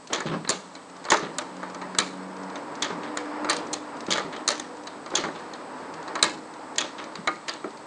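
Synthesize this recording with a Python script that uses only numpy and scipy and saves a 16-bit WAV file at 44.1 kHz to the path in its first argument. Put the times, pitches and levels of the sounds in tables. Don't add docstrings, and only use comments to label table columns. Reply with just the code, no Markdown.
import sys
import numpy as np
from scipy import signal
from scipy.fft import rfft, irfft, next_fast_len
from scipy.io import wavfile
from scipy.ndimage import uniform_filter1d, map_coordinates

SR = 44100
rng = np.random.default_rng(int(sys.argv[2]) if len(sys.argv) > 2 else 0)


def waveform_to_disk(signal):
    frames = np.transpose(np.atleast_2d(signal))
    scaled = np.clip(frames, -1, 1) * 32767
    samples = np.round(scaled).astype(np.int16)
    wavfile.write(sys.argv[1], SR, samples)


N = 347033

# [t/s, body level/dB, clack level/dB, edge level/dB, looseness (times the decay),
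# time to the stop/s, time to the slide back/s, slide level/dB, clatter level/dB, clatter time/s, roll time/s]
FLIPS = [(0.131, -30.5, -25, -23.5, 2.3, 0.015, 0.13, -36.5, -31, .05, 0.55),
         (1.1023, -25, -23.5, -17.5, 2.1, 0.024, 0.12, -39.5, -23, 0.1, 1),
         (2.8222, -31, -24.5, -23, 2, 0.021, 0.21, -39.5, -21, 0.033, 0.53),
         (4.1055, -30.5, -27, -25, 2.5, 0.023, 0.22, -38.5, -25, 0.094, 0.23),
         (5.153, -30, -20.5, -17.5, 1.9, .019, .197, -44, -27, .06, 1),
         (6.782, -31.5, -20.5, -18, 1.8, 0.024, 0.2, -38.5, -35, 0.033, 0.95)]
# [f/Hz, f/Hz]
FLIPPER_HZ = (3385, 6540)
# [f/Hz, level/dB]
FLIPPER_TOP = [(7200, -1.5), (8200, -10.5), (10000, -8.5)]
STOP_BODY_DB, STOP_CLACK_DB, STOP_LOOSENESS = 0.5, -8, 3
SLIDE_CLACK_DB, SLIDE_LOOSENESS = -3.5, 7
TAP_GAP_S, TAP_FALL_DB, TAP_SCATTER_DB = 0.0064, 8, 6.5

# [t/s, body level/dB, clack level/dB, edge level/dB,
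# ring f/Hz, upper ring f/Hz, looseness (times the decay)]
KNOCKS = [(0.181, -32.5, -44, -49, 3200, 6800, 0.88), (0.203, -30, -44, -36.5, 1100, 6800, 1.6),
          (0.448, -36, -43.5, -61, 2730, 6300, 0.47), (0.4752, -35.5, -36, -68, 4170, 6300, 0.47),
          (0.492, -27.5, -30.5, -20.5, 3930, 7000, 0.6), (0.4992, -35, -27, -21.5, 4400, 6950, 3.1),
          (0.751, -44, -43.5, -47, 4350, 6800, 1.1), (1.051, -36.5, -42, -44, 4280, 6900, 1.5),
          (1.086, -31, -43, -62, 3950, 6500, 0.6), (1.118, -14, -23.5, -26, 990, 6800, 1.2),
          (1.384, -29, -31.5, -27, 1450, 7200, 1.15), (1.63, -31, -54, -52, 1090, 6500, 0.65),
          (1.746, -38, -47.5, -44, 4570, 6300, 1.2), (1.815, -34.5, -46, -49, 4140, 6460, 1.9),
          (1.948, -34, -45, -47, 4730, 6260, 0.43), (1.986, -22, -18, -17.5, 3790, 7640, 0.7),
          (2.0003, -32, -29, -31, 3960, 6300, 1.1), (2.556, -40, -40, -46, 3670, 6260, 1.5),
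          (3.1717, -29.5, -32.5, -30, 4150, 7000, 0.79), (3.4459, -28.5, -42, -45, 4010, 6500, 1.2),
          (3.489, -28, -37, -51, 4330, 6500, 0.52), (3.497, -22, -24.5, -22.5, 4200, 8700, 1.8),
          (3.51, -38, -25.5, -43, 4730, 6200, 0.98), (3.53, -36, -34, -35, 4400, 6200, 1.4),
          (3.565, -44, -36.5, -34, 4520, 8550, 2), (3.7301, -39, -32, -26, 4160, 6530, 3),
          (4.116, -36, -29, -34, 3300, 6800, 1), (4.132, -36, -27.5, -33, 3330, 6800, 1.9),
          (4.155, -27.5, -39, -41, 3400, 6800, 0.8), (4.1807, -24, -36.5, -39, 3220, 6750, 0.81),
          (4.194, -37, -40, -46, 3500, 6800, .8), (4.363, -38, -41.5, -49, 3180, 6500, 1.2),
          (4.4777, -30, -23, -20.5, 4220, 6340, 0.88), (4.4861, -25.5, -24.5, -22.5, 4220, 6100, 1.06),
          (4.503, -32.5, -30, -32, 4400, 6200, 1.2), (4.516, -54, -40, -33, 4300, 6200, 1.3),
          (4.597, -35, -37, -32, 3600, 6400, 0.97), (4.87, -41, -39, -42.5, 4370, 6300, 1.4),
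          (5.061, -37.5, -47, -49, 4730, 6500, 1.4), (5.2376, -27, -40, -44, 1130, 6500, 1.8),
          (5.285, -36, -54, -56, 1360, 6500, .6), (5.535, -46, -39.5, -46.5, 4200, 6350, 0.8),
          (6.078, -35.5, -46, -49, 4480, 6500, 2.1), (6.1537, -26.5, -37.5, -38, 860, 6600, 1.8),
          (6.191, -33, -43, -60, 4770, 6500, 0.54), (6.2269, -21.5, -16, -16.5, 4000, 7730, 0.77),
          (6.238, -26, -37, -26, 1000, 7200, 1.5), (7.1544, -38, -38.5, -44, 4640, 6300, 0.79),
          (7.274, -22, -30.5, -34, 1930, 6840, 0.82), (7.4815, -33, -30.5, -37, 1910, 6500, 1.8),
          (7.493, -41, -30, -38.5, 4760, 6400, 0.63), (7.536, -41.5, -47, -42, 4400, 6800, 1.6),
          (7.6422, -33.5, -59, -56, 1320, 6500, 0.55)]
SHAKE_GAP_S, SHAKE_DB, SHAKE_FALL_DB_PER_S, SHAKE_SCATTER_DB = 0.012, -6, 150, 5

# [low f/Hz, high f/Hz, t60/s at looseness 1]
CLICK_PARTS = [(181, 628, 0.072), (776, 2120, 0.048), (2570, 4600, 0.033), (6240, 10100, 0.012)]
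# [f/Hz, width/Hz, level/dB]
BRICKS = [(325.6, 6.5, 8), (355, 25, 0), (480, 27, -3.5), (598.5, 33, 5.5), (861, 31, 4), (1204, 206, 6.5),
          (1776, 330, 1.5), (2236, 98, -1), (4270, 1300, -4.5), (6100, 240, -5), (6880, 740, -5.5),
          (8900, 510, -10)]
# [f/Hz, level/dB relative to the clack, t60/s]
BRICK_MODES = [(1652, -11, 0.096), (1865, -11, .07), (2334, -12.5, 0.064), (3150, -11, 0.092),
               (3696, -10, 0.068), (3972, -1.5, 0.049), (4330, -14.5, 0.063)]
CLICK_SPAN, THUD_SPAN = 0.01, 0.03
MEDIUM_DB = -30
PLATE_DB, PLATE_PER_DB = -5, -0.24
RING_DB, UPPER_RING_DB = 6, -2
STRUCK_DB, STRUCK_T60_S, UPPER_DB, UPPER_T60_S = -6.5, 0.035, -18, 0.05
CONTACT_ATTACK_S, ATTACK_PER_DB = 0.00046, -0.5
CONTACT_TOP_HZ, TOP_HZ_PER_DB = 9100, 91

# [t/s, level/dB]
WALL_HIT = (7.2745, -30.5)
# [f/Hz, level/dB relative to the impact, t60/s]
WALL_MODES = [(865, -13, .09), (1230, 5, 0.22), (1385, -0.5, 0.25), (1717, -17, 0.11), (2180, 9, 0.054),
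              (3128, -14, 0.088)]
# [t/s, level/dB]
TICKS = [(0.0727, -35), (0.898, -44), (0.965, -42), (1.0415, -34.5), (1.566, -41), (1.699, -40),
         (2.3665, -39.5), (2.433, -40), (2.4997, -41), (2.7526, -35), (2.904, -39), (3.0435, -51),
         (3.669, -38), (3.968, -42), (4.005, -32.5), (4.065, -34.5), (4.769, -42), (4.835, -42),
         (5.103, -37.5), (5.939, -35), (6.027, -41), (6.5375, -40), (6.758, -32.5), (7.04, -35.5),
         (7.356, -42), (7.705, -41.5), (7.772, -41)]

# [t/s, table level/dB, plate level/dB, rattling-brick level/dB]
THUDS = [(0.099, -61, -35.5, -38), (0.123, -49, -34, -28.5), (0.254, -30, -32, -41), (0.294, -31, -36, -50),
         (0.314, -32, -33, -33), (0.335, -34, -35.5, -31.5), (0.492, -40.5, -30, -30),
         (1.102, -49, -40, -41), (1.12, -49, -24.5, -35), (1.226, -36.5, -32.5, -37.5),
         (1.984, -45, -40, -48), (2.9, -39.5, -32, -32.5), (4.081, -33, -32, -34), (4.245, -43, -39.5, -57),
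         (5.112, -60, -41, -37), (5.135, -62, -30, -34), (5.242, -42, -37, -38), (5.266, -41, -37, -44),
         (6.225, -41, -37, -46), (6.33, -45, -58, -55), (7.186, -35, -53, -62), (7.642, -54, -29.5, -48)]
# [low f/Hz, high f/Hz, t60/s]
THUD_PARTS = [(153, 220, 0.21), (234, 550, 0.092), (623, 5600, 0.15)]
# [f/Hz, width/Hz, level/dB]
TABLE = [(164.7, 17, 7), (209.3, 5.3, 9), (296, 21, -12), (377, 71, 9.5), (563, 16, 7.5), (875, 660, 4),
         (1250, 420, -2)]
# [f/Hz, width/Hz, level/dB]
TILE_RING = (4352, 42, 4.3)

# [t/s, level/dB before the rumble and tyre gains]
TRAFFIC = [(0.6, -47.5), (1.02, -44), (1.18, -41.5), (3.47, -35), (4.37, -39), (4.63, -41), (6.11, -37),
           (6.53, -41), (7.42, -43.5), (7.87, -44)]
# [f/Hz, level/dB]
RUMBLE = [(24, -64.5), (40, -70.5), (97, -11.5), (118, -21.5), (172, -2), (183, -9), (247, 3.5), (306, 4.5),
          (337, -1.5), (477, 2), (513, -7), (551, -2), (700, -19), (910, -29), (1540, -120)]
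TYRES = [(320, -33), (550, 0.5), (729, -1), (967, 4), (1040, 0.5), (1170, -1.5), (1590, -7.5),
         (1940, -10.5), (2990, -23), (4000, -28.5), (5200, -23), (8800, -120)]
# [t/s, f/Hz]
ENGINE_SPEED = [(0, 89.6), (1.4, 92.1), (1.84, 92.55), (2.5, 94.5), (2.68, 98.6), (3.4, 100.2),
                (4.8, 100.8), (5.6, 103.3), (6.5, 103.3), (7.87, 106.3)]
# [t/s, level/dB before the drone gain]
LOW_DRONE = [(0, -58), (1.4, -57), (1.62, -42.5), (2.1, -41.5), (2.47, -40.5), (2.6, -57.5), (7.87, -68)]
HIGH_DRONE = [(0, -58.5), (1.8, -49), (2.4, -45), (2.75, -46), (3.0, -41.5), (3.42, -37), (3.85, -42),
              (4.05, -54), (4.4, -47), (4.58, -41), (4.85, -46), (5.1, -64), (5.45, -52), (5.65, -44),
              (5.9, -69), (6.16, -42.5), (6.6, -47.5), (6.9, -57.5), (7.87, -58)]
# [f/Hz, width/Hz, level/dB relative to it]
BOOM = (490, 6.6, -5)

# [f/Hz, level/dB]
HISS = [(25, -17), (60, -6.5), (150, 14), (400, -8.5), (2500, -1), (4500, 1.5), (6000, -3), (7500, 0),
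        (9000, -7), (10000, -12)]
WHINE_HZ, TOP_HZ = 8032, 10050
# [f/Hz, t60/s]
ROOM = [(150, 0.67), (500, 0.26), (1500, 0.25), (4000, 0.35), (9000, 0.42)]
# [f/Hz, level/dB]
WALLS = [(100, -8), (300, 2), (900, 2), (2000, -1.5), (4000, -4.5), (7000, -12.5), (10000, -20)]


def flippers(gain_db=-2, stop_edge_db=-10, slide_edge_db=-10):
    track, clatter = np.zeros(N), []
    for (s, body_db, clack_db, edge_db, looseness, travel, held,
         slide_db, clatter_db, length, _) in FLIPS:
        track += contact(s, body_db, clack_db, edge_db, *FLIPPER_HZ, looseness)
        track += contact(s + travel, body_db + STOP_BODY_DB, clack_db + STOP_CLACK_DB,
                         edge_db + stop_edge_db, *FLIPPER_HZ, STOP_LOOSENESS)
        track += contact(s + held, slide_db, slide_db + SLIDE_CLACK_DB,
                         slide_db + slide_edge_db, *FLIPPER_HZ, SLIDE_LOOSENESS, ring_q=3)
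        delays = TAP_GAP_S * np.cumsum(0.5 + rng.random(size=20))
        levels = clatter_db - TAP_FALL_DB * delays / length
        levels = levels + TAP_SCATTER_DB * rng.standard_normal(size=20)
        clatter += [(s + delay, db) for delay, db in zip(delays, levels) if delay < length]
    track += taps(clatter, t60=0.012, attack=0.0002, lo_hz=2200, hi_hz=9000, wet_db=-3)
    return amp(gain_db) * filtered(track, lambda hz: amp(along(FLIPPER_TOP, hz)))


def knocks(gain_db=-2):
    chatter = []
    for s, _, clack_db, *_ in KNOCKS:
        delays = SHAKE_GAP_S * np.cumsum(0.5 + rng.random(size=8))
        levels = clack_db + SHAKE_DB - SHAKE_FALL_DB_PER_S * delays
        levels = levels + SHAKE_SCATTER_DB * rng.standard_normal(size=8)
        chatter += zip(s + delays, levels)
    blows = sum(contact(*knock) for knock in KNOCKS)
    shaken = taps(chatter, t60=0.009, attack=0.00026, lo_hz=1400, hi_hz=8500, wet_db=-10)
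    return amp(gain_db) * (blows + shaken)


def contact(s, body_db, clack_db, edge_db, ring_hz, upper_hz, looseness,
            ring_q=20, upper_q=16, scrape_db=-20, lead=0.0026, wet_db=-2.0):
    plate_db = body_db + PLATE_DB + PLATE_PER_DB * (body_db - MEDIUM_DB)
    levels = [plate_db, body_db, clack_db, edge_db]
    build = [*BRICKS, (upper_hz, upper_hz / upper_q, UPPER_RING_DB)]
    struck_build = [*build, (ring_hz, ring_hz / ring_q, RING_DB)]
    force_db = max(body_db, clack_db) - MEDIUM_DB
    attack = CONTACT_ATTACK_S * amp(ATTACK_PER_DB * force_db)
    hit = blow(levels, CLICK_PARTS, struck_build, valley_db=-37, attack=attack, hold=0.003,
               span=CLICK_SPAN, looseness=looseness)
    rattle = blow(levels, CLICK_PARTS, build, valley_db=-9, attack=0.0015, hold=0.003,
                  span=CLICK_SPAN, looseness=looseness)
    heard = hit + amp(wet_db) * room(evened(rattle))
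    top_hz = CONTACT_TOP_HZ + TOP_HZ_PER_DB * (edge_db - MEDIUM_DB)
    track = np.zeros(N)
    add(track, s, filtered(heard, lambda hz: band(hz, 0, top_hz)))
    add(track, s, amp(clack_db) * ringing(BRICK_MODES, scatter_db=4.5))
    ring_db = body_db if ring_hz < CLICK_PARTS[1][1] else clack_db
    struck = [(ring_hz, ring_db + STRUCK_DB, STRUCK_T60_S), (upper_hz, edge_db + UPPER_DB, UPPER_T60_S)]
    add(track, s, ringing(struck, scatter_db=0.0))
    add(track, s - lead, amp(scrape_db) * rattle)
    return track


def side_wall(wet_db=-5):
    s, hit_db = WALL_HIT
    ring = amp(hit_db) * ringing(WALL_MODES, scatter_db=1.5)
    track = np.zeros(N)
    add(track, s, ring + amp(wet_db) * room(ring))
    return track


def ticks(gain_db=0):
    return amp(gain_db) * taps(TICKS, t60=0.03, attack=0.001, lo_hz=2110, hi_hz=7200, wet_db=-2)


def thuds(gain_db=-4.0, wet_db=-4):
    track = np.zeros(N)
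    for s, *levels in THUDS:
        hit = blow(levels, THUD_PARTS, TABLE, valley_db=-21.0, attack=0.0033, hold=0.0041,
                   span=THUD_SPAN, looseness=1.0, grain_db=0)
        add(track, s, hit + amp(wet_db) * room(hit))
    return amp(gain_db) * track


def rolling(roll_db=-56, idle_db=-59, rise=0.06, fall=0.027, uneven_db=3):
    t = np.arange(N) / SR
    moving = np.zeros(N)
    for s, *_, length in FLIPS:
        moving += np.clip((t - s) / rise, 0, 1) * np.clip((s + length - t) / fall, 0, 1)
    impulses = (rng.random(N) < 2600 / SR) * rng.standard_normal(N)
    tile_modes = [*BRICKS, TILE_RING]
    tiles = filtered(impulses, lambda hz: resonances(tile_modes, hz, valley_db=-13.0)
                     * band(hz, 610, 4400, order=6))
    level = (amp(idle_db) + amp(roll_db) * moving) * amp(uneven_db * wobble(10))
    return level * unit(tiles + room(tiles))


def traffic(rumble_db=-5.5, tyre_db=-2, drone_db=-2.5, waver_db=2.0):
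    level_db, = curves(TRAFFIC)
    speed_hz, = curves(ENGINE_SPEED)
    low_db, = curves(LOW_DRONE)
    high_db, = curves(HIGH_DRONE)
    phase = 2 * np.pi * np.cumsum(speed_hz * (1 + 0.005 * wobble(12))) / SR
    drone = np.zeros(N)
    for harmonic, db in [(2, low_db), (3, high_db)]:
        drone += amp(db + waver_db * wobble(11)) * unit(np.sin(harmonic * phase))
    boom_hz, width_hz, boom_db = BOOM
    hum = filtered(rng.standard_normal(N), lambda hz: np.exp(-((hz - boom_hz) / width_hz) ** 2))
    boom = amp(high_db + boom_db) * unit(hum)
    rumble = amp(rumble_db + 1.17 * wobble(8.5)) * noise(RUMBLE)
    tyres = amp(tyre_db + wobble(7.1)) * noise(TYRES)
    return amp(level_db) * (rumble + tyres) + amp(drone_db) * (drone + boom)


def hiss(hiss_db=-56, whine_db=-64.0, halo_db=-70, width_hz=90):
    whine = np.sin(2 * np.pi * WHINE_HZ * np.arange(N) / SR)
    halo = filtered(rng.standard_normal(N), lambda hz: np.exp(-((hz - WHINE_HZ) / width_hz) ** 2))
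    return amp(hiss_db) * noise(HISS) + amp(whine_db) * unit(whine) + amp(halo_db) * unit(halo)


def room(x, gap=0.004, early=0.06, lumpy_db=3):
    hz, t, z = signal.stft(rng.standard_normal(size=11025), SR, nperseg=256)
    decay = amp(-60 * t / along(ROOM, hz)[:, None])
    tail = signal.istft(z * decay, SR, nperseg=256)[1]
    tail = tail * amp(lumpy_db * wobble(305.4, size=len(tail)))
    tail = tail / np.linalg.norm(tail)
    delays = rng.uniform(0.0028, 0.022, size=12)
    tail[(delays * SR).astype(int)] += early * rng.choice([-0.5, 0.5], size=12)
    response = np.pad(tail, (int(gap * SR), 0))
    answer = signal.fftconvolve(x, response)[:len(x)]
    return filtered(answer, lambda hz: amp(along(WALLS, hz)))


def blow(levels, parts, modes, valley_db, attack, hold, span, looseness, grain_db=4.0):
    t = np.arange(SR // 4) / SR
    hz = np.fft.rfftfreq(len(t), 1 / SR)
    chatter = rfft(rng.standard_normal(len(t))) * resonances(modes, hz, valley_db)
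    grain = amp(grain_db * np.minimum(t / span, 1) * wobble(452, size=len(t)))
    onset = (1 - np.exp(-t / attack)) * grain
    sound = np.zeros(len(t))
    for db, (lo, hi, t60) in zip(levels, parts):
        decay = amp(-60 * np.maximum(t - hold, 0) / (t60 * looseness))
        part = irfft(chatter * band(hz, lo, hi), len(t)) * onset * decay
        sound += amp(db) * part / np.sqrt(np.mean(part[:int(span * SR)] ** 2))
    return sound


def taps(hits, t60, attack, lo_hz, hi_hz, wet_db):
    t = np.arange(SR // 10) / SR
    envelope = np.zeros(N)
    for s, db in hits:
        add(envelope, s, amp(db - 60 * t / t60) * (1 - np.exp(-t / attack)))
    grain = filtered(rng.standard_normal(N), lambda hz: resonances(BRICKS, hz, valley_db=-19.5)
                     * band(hz, lo_hz, hi_hz))
    direct = envelope * unit(grain)
    return direct + amp(wet_db) * room(direct)


def ringing(modes, scatter_db):
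    t = np.arange(SR // 5) / SR
    ring = np.zeros(len(t))
    for hz, db, t60 in modes:
        decay = amp(db + scatter_db * rng.standard_normal() - 60 * t / t60)
        ring += decay * np.sin(2 * np.pi * (hz * t + rng.random()))
    return ring * (1 - np.exp(-t / 0.0004))


def evened(x, above_hz=4500, size=300):
    z = rfft(x)
    power = np.abs(z) ** 2 + 1e-12
    smooth = np.abs(uniform_filter1d(power, size))
    treble = band(np.fft.rfftfreq(len(x), 1 / SR), above_hz, SR)
    return irfft(z * (smooth / power) ** (treble / 2), len(x))


def resonances(modes, hz, valley_db):
    power = amp(valley_db) ** 2
    for centre, width, db in modes:
        power = power + amp(db) ** 2 / (1 + ((hz - centre) / (width / 2)) ** 2)
    return np.sqrt(power)


def band(hz, lo, hi, order=12):
    return 1 / np.sqrt((1 + (lo / (hz + 1)) ** order) * (1 + (hz / hi) ** order))


def noise(spectrum):
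    return unit(filtered(rng.standard_normal(N), lambda hz: amp(along(spectrum, hz))))


def filtered(x, response):
    m = next_fast_len(len(x) + 8192)
    return irfft(rfft(x, m) * response(np.fft.rfftfreq(m, 1 / SR)), m)[:len(x)]


def wobble(rate, size=N):
    knots = rng.standard_normal(int(size * rate / SR) + 4)
    return map_coordinates(knots, [np.arange(size) * rate / SR])


def curves(rows):
    s, *cols = np.transpose(rows)
    return [np.interp(np.arange(N) / SR, s, c) for c in cols]


def along(points, hz):
    f, v = np.transpose(points)
    return np.interp(np.log(hz + 1), np.log(f + 1), v)


def add(track, s, sound):
    start = max(round(s * SR), 0)
    track[start:start + len(sound)] += sound[:N - start]


def amp(db):
    return 10 ** (np.asarray(db) / 20)


def unit(x):
    return x / np.sqrt(np.mean(x ** 2) + 1e-20)


def scene():
    machine = flippers() + knocks() + side_wall() + ticks() + thuds() + rolling()
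    return (machine + traffic() + hiss())[None]


def record(dry, lopsided=0.047):
    sound = dry[0] / (1 + (dry[0] / 0.66) ** 4) ** 0.25
    sound = sound + lopsided * sound ** 2
    return filtered(sound, lambda hz: 1 / np.sqrt(1 + (hz / TOP_HZ) ** 160))[None]


dry = scene()
out = record(dry)
waveform_to_disk(out)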